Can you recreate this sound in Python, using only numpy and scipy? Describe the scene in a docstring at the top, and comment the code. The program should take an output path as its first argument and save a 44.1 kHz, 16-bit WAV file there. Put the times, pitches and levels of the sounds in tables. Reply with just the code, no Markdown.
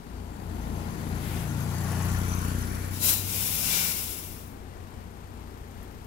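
"""A low diesel rumble and a thumping motorcycle sound over the wash of night traffic.
A city bus creeps to a halt, its engine idling and its brakes singing faintly, while the motorcycle
passes left to right between it and the kerb: each firing thumps the exhaust, and the chain rattles.
Then the brakes blow off their air: one sharp puff and a longer hiss from under the floor.
House fronts and the side of the bus scatter the sound."""
import sys
import numpy as np
from scipy import signal
from scipy.fft import rfft, irfft
from scipy.io import wavfile

SR = 44100
rng = np.random.default_rng(int(sys.argv[2]) if len(sys.argv) > 2 else 0)


def unload_audio(sound):
    """Save the sound as a 16-bit wav file, at the path given as the first command line argument."""
    columns = np.transpose(np.atleast_2d(sound))
    # keep every value between -1 and 1, then stretch to whole-number steps
    steps = np.round(np.clip(columns, -1, 1) * 32767)
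    wavfile.write(sys.argv[1], SR, steps.astype(np.int16))


N = 267246
TIME = np.arange(N) / SR
FREQ = np.fft.rfftfreq(N, 1 / SR)
SOUND_M_PER_S = 343
# the motorcycle rides a straight line and is nearest to the listener at PASSES_S
PASSES_S, BIKE_M_PER_S, NEAREST_M = 2.12, 6.33, 3.3
ALONG_M = BIKE_M_PER_S * (TIME - PASSES_S)  # negative on the left, positive on the right
DISTANCE_M = np.hypot(ALONG_M, NEAREST_M)


def undb(db):
    """Turn decibels into a gain to multiply by."""
    return 10 ** (np.asarray(db) / 20)


def unit(x):
    """Scale a signal to an average (rms) level of 1."""
    return x / np.sqrt(np.mean(x ** 2))


def curves(rows):
    """Join the rows of a table by straight lines in time, one curve per value column."""
    times_s, *columns = np.transpose(rows)
    return [np.interp(TIME, times_s, column) for column in columns]


def across(points):
    """Join (pitch_hz, value) points into a curve over all frequencies, on a log axis."""
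    hz, value = np.transpose(points)
    return np.interp(np.log(FREQ + 1), np.log(hz + 1), value)


def colour(x, points):
    """Give a sound the tone outlined by (pitch_hz, level_db) points; the result has level 1."""
    cepstrum = irfft(np.log(undb(across(points))), N)
    # folding makes the filter ring after each hit, never before it
    fold = np.r_[1, np.full(N // 2 - 1, 2), np.zeros(N - N // 2)]
    response = np.exp(rfft(cepstrum * fold))
    return unit(irfft(rfft(x) * response, N))


def band(x, low_hz, high_hz):
    """Keep the part of a sound between two frequencies; the result has level 1."""
    response = 1 / (1 + (FREQ / high_hz) ** 24) - 1 / (1 + (FREQ / low_hz) ** 24)
    return unit(irfft(rfft(x) * response, N))


def ring(x, modes):
    """Let a sound ring an object whose resonances are rows of (pitch_hz, width_hz, level_db)."""
    response = sum(undb(db) * 1j * FREQ * width / (hz ** 2 - FREQ ** 2 + 1j * FREQ * width)
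                   for hz, width, db in modes)
    return unit(irfft(rfft(x) * response, N))


def wander(rate_hz):
    """A smooth random wobble of size about 1, changing at up to about rate_hz."""
    return unit(irfft(rfft(rng.standard_normal(N)) / (1 + (FREQ / rate_hz) ** 4), N))


def shimmer(x, modes, rate_hz, depth_db):
    """Metal struck in ever different places: each resonance flickers on its own."""
    return unit(sum(ring(x, [(hz, width, 0)]) * undb(db + depth_db * wander(rate_hz))
                    for hz, width, db in modes))


def noise():
    """Stereo noise: left and right are alike in the bass, less so in the treble."""
    # how alike the two sides are: pitch_hz, likeness (0 to 1)
    likeness = [(60, 0.61), (150, 0.66), (300, 1), (640, 0.55), (1200, 0.53), (4000, 0.26), (15000, 0.074)]
    alike = np.clip(across(likeness), 0, 1)
    mid, side = rfft(rng.standard_normal((2, N)))
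    mid, side = mid * np.sqrt(1 + alike), side * np.sqrt(1 - alike)
    return unit(irfft(np.array([mid + side, mid - side]), N))


def fade_out(start_s, end_s):
    """A gain that falls from 1 to 0."""
    return np.clip((end_s - TIME) / (end_s - start_s), 0, 1)


def fade_in(start_s, end_s):
    """A gain that rises from 0 to 1."""
    return 1 - fade_out(start_s, end_s)


def gush(start_s, rise_s, hold_s, fall_s):
    """A gain shaped like escaping air: it rises, holds, and dies as the pressure runs out."""
    falls_at_s = start_s + rise_s + hold_s
    return fade_in(start_s, start_s + rise_s) * fade_out(falls_at_s, falls_at_s + fall_s) ** 2.21


def delayed(x, late_s):
    """One channel heard late; a changing delay bends its pitch."""
    fine = signal.resample_poly(x, 4, 1)
    return np.interp(TIME - late_s, np.arange(4 * N) / (4 * SR), fine)


def arrive(x, left_lead_ms):
    """Sound from the side reaches one ear before the other."""
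    left, right = np.broadcast_to(x, (2, N))
    return np.array([left, delayed(right, left_lead_ms / 1000)])


def scatter(x, tail_s, echo_db):
    """Mix a sound with its dense reflections, which fade by 60 dB in tail_s."""
    tail = noise() * undb(-60 * TIME / tail_s)
    tail = tail[:, :SR] / np.sqrt(np.sum(tail ** 2) / 2)
    echoes = signal.fftconvolve(np.atleast_2d(x), tail, axes=1)[:, :N]
    return (x + undb(echo_db) * echoes) / np.sqrt(1 + undb(2 * echo_db))


def firings(rate_hz, spread_db, jitter_s):
    """One uneven pulse per engine firing, and the phase (0 to 1) within each cycle."""
    cycles = np.cumsum(rate_hz) / SR
    starts = np.flatnonzero(np.diff(np.floor(cycles)))
    timing, strength = rng.standard_normal((256, 2))[:len(starts)].T
    starts = starts + (jitter_s * SR * timing).astype(int)
    pulses = np.zeros(N)
    pulses[np.clip(starts, 0, N - 1)] = undb(spread_db * strength)
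    return pulses, cycles % 1


def street():
    """Traffic all around: a low rumble that wanders under a smooth far hiss."""
    # tone of distant traffic: pitch_hz, level_db
    traffic_tone = [(20, -12.5), (40, -0.5), (70, -2), (130, -4.5), (220, -5.5), (300, -10), (450, -8.5),
                    (530, -16), (830, -13.5), (1300, -19), (2600, -27.5), (6500, -35), (12000, -35),
                    (15800, -43)]
    wash = colour(noise(), traffic_tone)
    rumble = signal.sosfilt(signal.butter(2, 200, fs=SR, output="sos"), wash)
    swell_db = .6 * wander(5)
    return (wash + rumble * 0.23 * wander(22)) * undb(-44.5 + swell_db)


def ticks():
    """Loose metal parts tap and ring briefly."""
    # small metal taps: start_s, strength_db, pitch_hz, decay_s
    taps = [(2.1505, -35, 12500, 0.004), (2.186, -35, 10500, .004), (2.45, -36, 10660, .003),
            (2.484, -37, 12000, .004), (2.5444, -37, 10980, 0.0034), (5.8282, -40, 12600, 0.0098)]
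    out = np.zeros((2, N))
    age = np.arange(SR // 10) / SR
    for start_s, db, hz, decay_s in taps:
        tap = 0.49 * rng.standard_normal((2, len(age))) + 0.18 * np.sin(2 * np.pi * hz * age)
        bright_tap = np.diff(tap * np.exp(-age / decay_s), prepend=0) / 2
        start = int(start_s * SR)
        out[:, start:start + len(age)] += undb(db) * bright_tap[:, :N - start]
    return out


def swish():
    """A short soft hiss swells ahead of the motorcycle."""
    # tone of the hiss: pitch_hz, level_db
    hiss_tone = [(900, -29), (1500, -6), (2100, 7.5), (3300, 3), (4500, -6), (8000, -2.5), (11000, 2),
                 (15000, -3)]
    swell = gush(1.117, rise_s=0.16, hold_s=0.12, fall_s=.24)
    left_right_db = np.array([[-45], [-41]])
    return colour(noise(), hiss_tone) * swell * undb(left_right_db)


def brake_squeal():
    """The brake linings sing thinly and unsteadily while the wheels still turn."""
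    # squeals: start_s, end_s, pitch_hz, start_level_db, swell_db_per_s
    squeals = [(0, 0.65, 4590, -65, -16), (.15, 1.5, 14820, -72, 10)]
    edge_s = .12
    out = 0
    for start_s, end_s, hz, db, swell in squeals:
        pitch_hz = hz * (1 + .0006 * wander(40))
        tone = unit(np.sin(2 * np.pi * np.cumsum(pitch_hz) / SR))
        grip = fade_in(start_s, start_s + edge_s) * fade_out(end_s - edge_s, end_s)
        level_db = db + swell * (np.minimum(TIME, end_s) - start_s) + 1.5 * wander(15)
        out = out + tone * grip * undb(level_db)
    return scatter(out, tail_s=0.43, echo_db=2)


def bus_diesel():
    """The bus idles: lumpy firings boom through its body, with a light injector knock and sizzle."""
    # boom of the bus body: pitch_hz, level_db
    body_tone = [(18, -29), (30, 2), (43, -13), (60, 11), (90, 10), (120, -3.5), (160, -41), (190, -16),
                 (230, -1), (300, -9.5), (450, -20.5), (1000, -49)]
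    idle_hz = 29.76
    pulses, phase = firings(idle_hz * (1 + .005 * wander(2)), spread_db=1.2, jitter_s=.0003)
    body = scatter(colour(pulses, body_tone), tail_s=.3, echo_db=-11)
    knock_modes = [(226.5, 8.6, -1.5), (430, 54, -22.0), (850, 300, -28), (1660, 440, -34.5)]
    knock = ring(noise() * np.exp(-phase / 0.067), knock_modes)
    spray = noise() * np.exp(-phase / 0.5) * undb(2 * wander(25))
    sizzle = colour(spray, [(3000, -17), (6500, 8.5), (8500, -9), (12000, 12.5), (15500, 2)])
    sizzle_db = -70.5 + 7.5 * fade_in(4.7, 6)  # louder once the bus stands
    return body * undb(-45) + knock * undb(-58.5) + sizzle * undb(sizzle_db)


def bus_rolling():
    """Tyres and panels rumble as the bus draws level, then die away as it halts."""
    rumble = colour(noise(), [(25, -9), (50, -2.5), (130, 0.5), (230, 3.5), (400, -9), (550, -16.5),
                              (860, -8.0), (1000, -12), (1400, -23), (2500, -38), (5000, -60)])
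    return rumble * undb(-37.5) * fade_in(0, 0.74) * fade_out(0.38, 4.53)


def bearing():
    """Where the motorcycle is: -1 far left, 0 straight in front, 1 far right."""
    return ALONG_M / DISTANCE_M


def passing(level_db, coming_db, going_db):
    """Gain of one motorcycle part: it falls with distance and differs when coming and going."""
    side = bearing()
    aim_db = np.where(side < 0, coming_db, going_db) * side ** 2
    screen_db = -14.5 * fade_out(0, 0.65)  # traffic is in the way at first
    return undb(level_db + aim_db + screen_db) * NEAREST_M / DISTANCE_M


def road_echo(x):
    """Add the engine's bounce off the road, clearer from behind: the rasp climbs as it leaves."""
    engine_ahead_m, engine_gap_m, longest_detour_m = 0.84, 2.59, 0.377
    detour_m = longest_detour_m * engine_gap_m / np.hypot(ALONG_M + engine_ahead_m, engine_gap_m)
    echo = np.array([delayed(channel, detour_m / SOUND_M_PER_S) for channel in x])
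    gain = undb(-12.5 + 3 * bearing())
    return (x + gain * echo) / np.sqrt(1 + gain ** 2)


def bus_side_echo(x):
    """The side of the bus mirrors the exhaust until the motorcycle has passed its front."""
    bus_gap_m = 1.617
    detour_m = np.hypot(ALONG_M, NEAREST_M + 2 * bus_gap_m) - DISTANCE_M
    echo = np.interp(TIME - detour_m / SOUND_M_PER_S, TIME, x)
    return echo * undb(-13) * fade_out(2.3, 2.6)


def chain_squeaks():
    """Dry links catch for a moment and chirp roughly."""
    # chirps: peak_s, level_db, pitch_hz, half_length_s
    chirps = [(1.15, -53, 9900, .05), (1.5, -53, 13330, .025), (1.74, -51, 13250, .03),
              (1.757, -51, 6400, 0.036), (1.768, -53, 4600, 0.05), (2.03, -53, 6260, .012),
              (2.296, -45, 6148, 0.012), (2.336, -44, 6070, 0.019), (2.373, -46, 6170, 0.02)]
    waver, grit = .015 * wander(300), undb(4 * wander(150))
    out = 0
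    for peak_s, db, hz, half_length_s in chirps:
        swell = np.exp(-((TIME - peak_s) / half_length_s) ** 2)
        tone = np.sin(2 * np.pi * np.cumsum(hz * (1 + waver)) / SR)
        out = out + undb(db) * swell * tone
    return out * grit


def chain(phase):
    """Links strike the toothed wheels in gritty bunches; the ringing drops in pitch as it passes."""
    # rattle of the links: pitch_hz, level_db
    rattle_tone = [(2000, -19.5), (3000, -1.5), (4160, -1.5), (5050, -7.5), (6800, -1), (7600, -0.5),
                   (8630, -11), (9780, 4), (11500, 0), (13000, -4), (14600, -4), (15800, -8)]
    # resonances of the chain and its wheels: pitch_hz, width_hz, level_db
    chain_modes = [(4570, 180, -4), (6190, 160, -0.5), (7420, 390, -1), (9640, 200, -2), (11100, 140, -8),
                   (12100, 150, -0.5)]
    grit = undb(1.6 * wander(220))
    links = noise() * grit * unit(8.3 + np.exp(-phase / 0.11))
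    rattle = colour(links, rattle_tone) * passing(-43.5, coming_db=-1.1, going_db=3.4)
    ringing = shimmer(links, chain_modes, rate_hz=25, depth_db=3.5)
    late_s = (DISTANCE_M - NEAREST_M) / SOUND_M_PER_S
    ringing = np.array([delayed(channel, late_s) for channel in ringing])
    return rattle + ringing * passing(-49, coming_db=-0.5, going_db=6)


def tappets(firing_hz):
    """The small parts that push the valves tick unevenly once a cycle and ring the valve cover."""
    # resonances of the valve cover: pitch_hz, width_hz, level_db
    cover_modes = [(7900, 820, -3), (10860, 700, 1), (11700, 900, -2), (13500, 1200, -3)]
    strokes, _ = firings(firing_hz, spread_db=2.5, jitter_s=.001)
    rise_s = 0.0044
    age = TIME[:SR // 20] / rise_s
    taps = signal.fftconvolve(strokes, age * np.exp(-age))[:N]
    ringing = shimmer(noise() * taps, cover_modes, rate_hz=30, depth_db=3)
    return ringing * passing(-49.5, coming_db=-16, going_db=3.7)


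def clatter(surge):
    """Firings shake the engine; from behind, its casing rasps higher."""
    # tone of the shaking engine: pitch_hz, level_db
    engine_tone = [(240, -20.5), (400, 2), (515, -5.5), (693, -2.5), (951, -3.5), (1250, -8), (1420, -4),
                   (1600, -8.5), (1830, -6.5), (2950, -16), (5000, -18), (6500, -31), (11000, -120)]
    shake = noise() * surge * undb(0.96 * wander(35))
    engine = colour(shake, engine_tone) * passing(-41, coming_db=3.85, going_db=-0.81)
    casing = ring(shake, [(1075, 220, 4.5), (1383, 140, 3), (1790, 910, -0.5), (2230, 130, -5)])
    casing *= passing(-42, coming_db=-14, going_db=1.3)
    # the open side of the engine sweeps past
    flare_db = 2.5 * gush(1.81, rise_s=.08, hold_s=0.054, fall_s=0.34)
    return road_echo(engine + casing) * undb(flare_db)


def exhaust(pulses, surge, firing_hz):
    """Each firing thumps, rings pipe and silencer and leaves a puff; from behind it pops, then blurs."""
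    # tones of the pipe's hum, boom, bark and sharp pop: pitch_hz, level_db
    hum_tone = [(60, -73.5), (92, -24), (112, 5), (128, -7.5), (150, -2.5), (250, -53)]
    boom_tone = [(60, -64.5), (90, -16), (120, -46.5), (142, 5), (165, 1.5), (182, -0.5), (212, -9),
                 (260, -15.5), (500, -69.5)]
    bark_tone = [(90, -29.5), (170, -20.5), (212, 6.5), (242, 1), (270, -6), (300, 2), (400, -16),
                 (600, -16), (1500, -59.5)]
    pop_tone = [(20, -27), (30, -8), (60, 3.5), (90, 2), (122, -5), (150, -1), (180, 1), (210, -8.5),
                (240, -4.5), (300, -7), (360, -16.5), (450, -21.5), (1000, -47)]
    # rise and fall of the deep thud near 60 Hz and the note near 90 Hz: time_s, level_db
    thud_levels = [(0.0, -54), (0.03, -46.5), (0.73, -36.5), (1.05, -50), (1.12, -37), (1.43, -40),
                   (1.64, -58), (2.12, -34), (2.62, -35.5), (2.81, -39.5), (2.87, -44), (3.86, -61),
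                   (3.9, -61)]
    note_levels = [(0.0, -58), (0.39, -43.5), (1.68, -37), (2.07, -31), (2.65, -35.5), (3.03, -36),
                   (3.1, -43.5), (3.17, -35.5), (3.62, -45), (3.9, -66)]
    beat = colour(-pulses, pop_tone)
    thud = band(beat, 20, 74) * undb(curves(thud_levels)[0])
    note = band(beat, 74, 106) * undb(curves(note_levels)[0])
    thump = (thud + note) * undb(-0.5)

    over_cruise_hz = np.maximum(firing_hz - 31.4, 0)  # above cruising speed, pop gives way to boom
    facing = fade_in(2.05, 2.43)  # once past, the tailpipe faces the kerb: pops replace the drone
    hum = colour(-pulses, hum_tone) * passing(-36.5, coming_db=-0.78, going_db=-9)
    boom = colour(-pulses, boom_tone) * passing(-30.5, coming_db=-2.5, going_db=-13)
    bark = colour(-pulses, bark_tone) * passing(-45, coming_db=6.7, going_db=12.4)
    drone = (hum + boom * undb(9 * over_cruise_hz) + bark) * undb(-8.5 * facing)
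    pop = band(beat, 106, 2000) * passing(-32.5, coming_db=0, going_db=-1.5) * facing
    pop *= undb(-3.5 * over_cruise_hz - 3 * fade_in(2.62, 2.8))  # also softer further off
    puff = colour(noise() * surge, bark_tone) * passing(-46, coming_db=9.3, going_db=4.2)

    echo_db = np.minimum(-17 + 3 * np.maximum(ALONG_M, 0), -4.5)  # more street echo once past
    blurred = scatter(drone + bus_side_echo(drone) + pop + puff, tail_s=.3, echo_db=echo_db)
    return (thump + blurred) * fade_out(3.82, 4)  # the throttle shuts


def motorcycle():
    """A single cylinder drives exhaust, clatter, tappets and chain as it passes left to right."""
    # engine speed: time_s, firing_hz
    engine_speed = [(0.0, 28.88), (0.95, 28.55), (1.29, 28.22), (1.7, 29.27), (2.19, 29.95), (2.47, 29.93),
                    (3.04, 31.45), (3.9, 33.75)]
    firing_hz = curves(engine_speed)[0]
    pulses, phase = firings(firing_hz, spread_db=.9, jitter_s=.00015)
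    surge = unit(3.7 + np.exp(-phase / 0.018))  # a brief lift in level at each firing
    engine = clatter(surge)
    pan_db = -3.5 - 3.5 * bearing()  # left minus right
    metal = (chain(phase) + tappets(firing_hz)) * undb(np.array([pan_db, -pan_db]) / 2)
    machinery = (engine + metal) * fade_out(2.836, 3.6)  # hidden as it rides away
    bike = exhaust(pulses, surge, firing_hz) + machinery + chain_squeaks()
    return arrive(bike, left_lead_ms=-0.14 - 0.43 * bearing())


def vent_whistle():
    """Rushing air whistles hoarsely at the mouth of the vent pipe, sinking as it blows."""
    pitch_hz, width_hz = 2400 - 71 * fade_in(3.55, 3.8), 130
    angle = 2 * np.pi * np.cumsum(pitch_hz) / SR
    hoarse = unit(wander(width_hz) * np.cos(angle) + wander(width_hz) * np.sin(angle))
    flare_db = 5.5 * gush(3.75, rise_s=.03, hold_s=0.043, fall_s=0.14)  # at the height of the venting
    return hoarse * fade_out(3.9, 7.95) * undb(-13.5 + flare_db)


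def air_brake():
    """Escaping air: a bright jet and a roar that rings first the valve, then the vent pipe."""
    # bursts of air: start_s, rise_s, hold_s, fall_s, jet_db, roar_db
    releases = [(2.897, 0.047, 0.29, 0.43, -39.5, -45), (2.991, 0.076, 0.029, 0.2, -19.5, -29),
                (3.151, 0.23, 0.47, 0.85, -27.5, -36), (3.544, 0.19, 0.043, 0.37, -28, -31)]
    # tones of the jet and the roar: pitch_hz, level_db
    jet_tone = [(4000, -24), (7000, -2.5), (8800, -4), (10500, 6), (13200, 5), (15800, 3)]
    roar_tone = [(250, -12.5), (550, -8.5), (880, -2.5), (1150, -7.5), (1350, -10), (1600, -6),
                 (1850, -7.5), (2200, -5), (2900, -2), (4500, -2), (5500, 0.5), (7300, -3.5), (9000, -10),
                 (14000, -28)]
    # resonances of the valve and the vent pipe: pitch_hz, width_hz, level_db
    valve_modes = [(4070, 160, -2), (4800, 66, -7), (6060, 67, -2.5), (7130, 180, -3), (13200, 160, -1.5)]
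    pipe_modes = [(2183, 72, -2.5), (2830, 43, -1.5), (3580, 160, 0), (3940, 130, -14), (4920, 130, -10),
                  (5390, 130, -7), (7040, 79, -12), (7600, 57, 1), (8360, 70, -12), (13300, 140, -3)]
    # the right ear is shaded from air that escapes low on the left: pitch_hz, gain_db
    right_shade = [(1000, 0.5), (2400, 0), (6500, -1.5), (8300, 0), (10500, 2), (12000, -2), (13500, -5),
                   (15500, -9)]
    jet_power = roar_power = 0
    for *timing, jet_db, roar_db in releases:
        flow = gush(*timing)
        jet_power += (flow * undb(jet_db)) ** 2
        roar_power += (flow * undb(roar_db)) ** 2
    flutter = undb(0.58 * wander(29))
    valve_opens = gush(2.995, rise_s=0.031, hold_s=0.064, fall_s=0.3)
    valve = ring(noise(), valve_modes) * valve_opens * undb(-32.5)
    pipe = (ring(noise(), pipe_modes) * undb(-7.5) + vent_whistle()) * fade_in(3.07, 3.26)
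    jet = colour(noise(), jet_tone) * np.sqrt(jet_power)
    roar = (colour(noise(), roar_tone) + pipe) * np.sqrt(roar_power)
    # close reflections under the floor colour the hiss
    left, right = scatter((jet + roar + valve) * flutter, tail_s=.13, echo_db=-6)
    return np.array([left, irfft(rfft(right) * undb(across(right_shade)), N)])


def scene():
    """Everything in the street; the bus's engine and valves lie to the left."""
    rumble = arrive(bus_diesel() + bus_rolling() + street(), left_lead_ms=0.418)
    brakes = arrive(air_brake() + brake_squeal(), left_lead_ms=0.322)
    return rumble + brakes + motorcycle() + swish() + ticks()


def record(dry):
    """The right side is shaded, quieter and duller than the left; the highest treble is cut."""
    # balance of the two sides: pitch_hz, left_minus_right_db
    balance = [(60, 5.8), (200, 6.7), (380, 7), (700, 9), (1300, 9.3), (2400, 10.4), (4400, 12), (6500, 14),
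               (7600, 17), (8300, 23.8), (9000, 9.5), (10100, 2), (11500, 7), (15000, 10)]
    top_hz = 15740
    right = undb(-across(balance))
    gains = np.array([np.ones_like(right), right]) * 2 / (1 + right)
    heard = irfft(rfft(dry) * gains, N)
    return signal.sosfilt(signal.ellip(12, .2, 80, top_hz, fs=SR, output="sos"), heard)


dry = scene()
out = record(dry)
unload_audio(out)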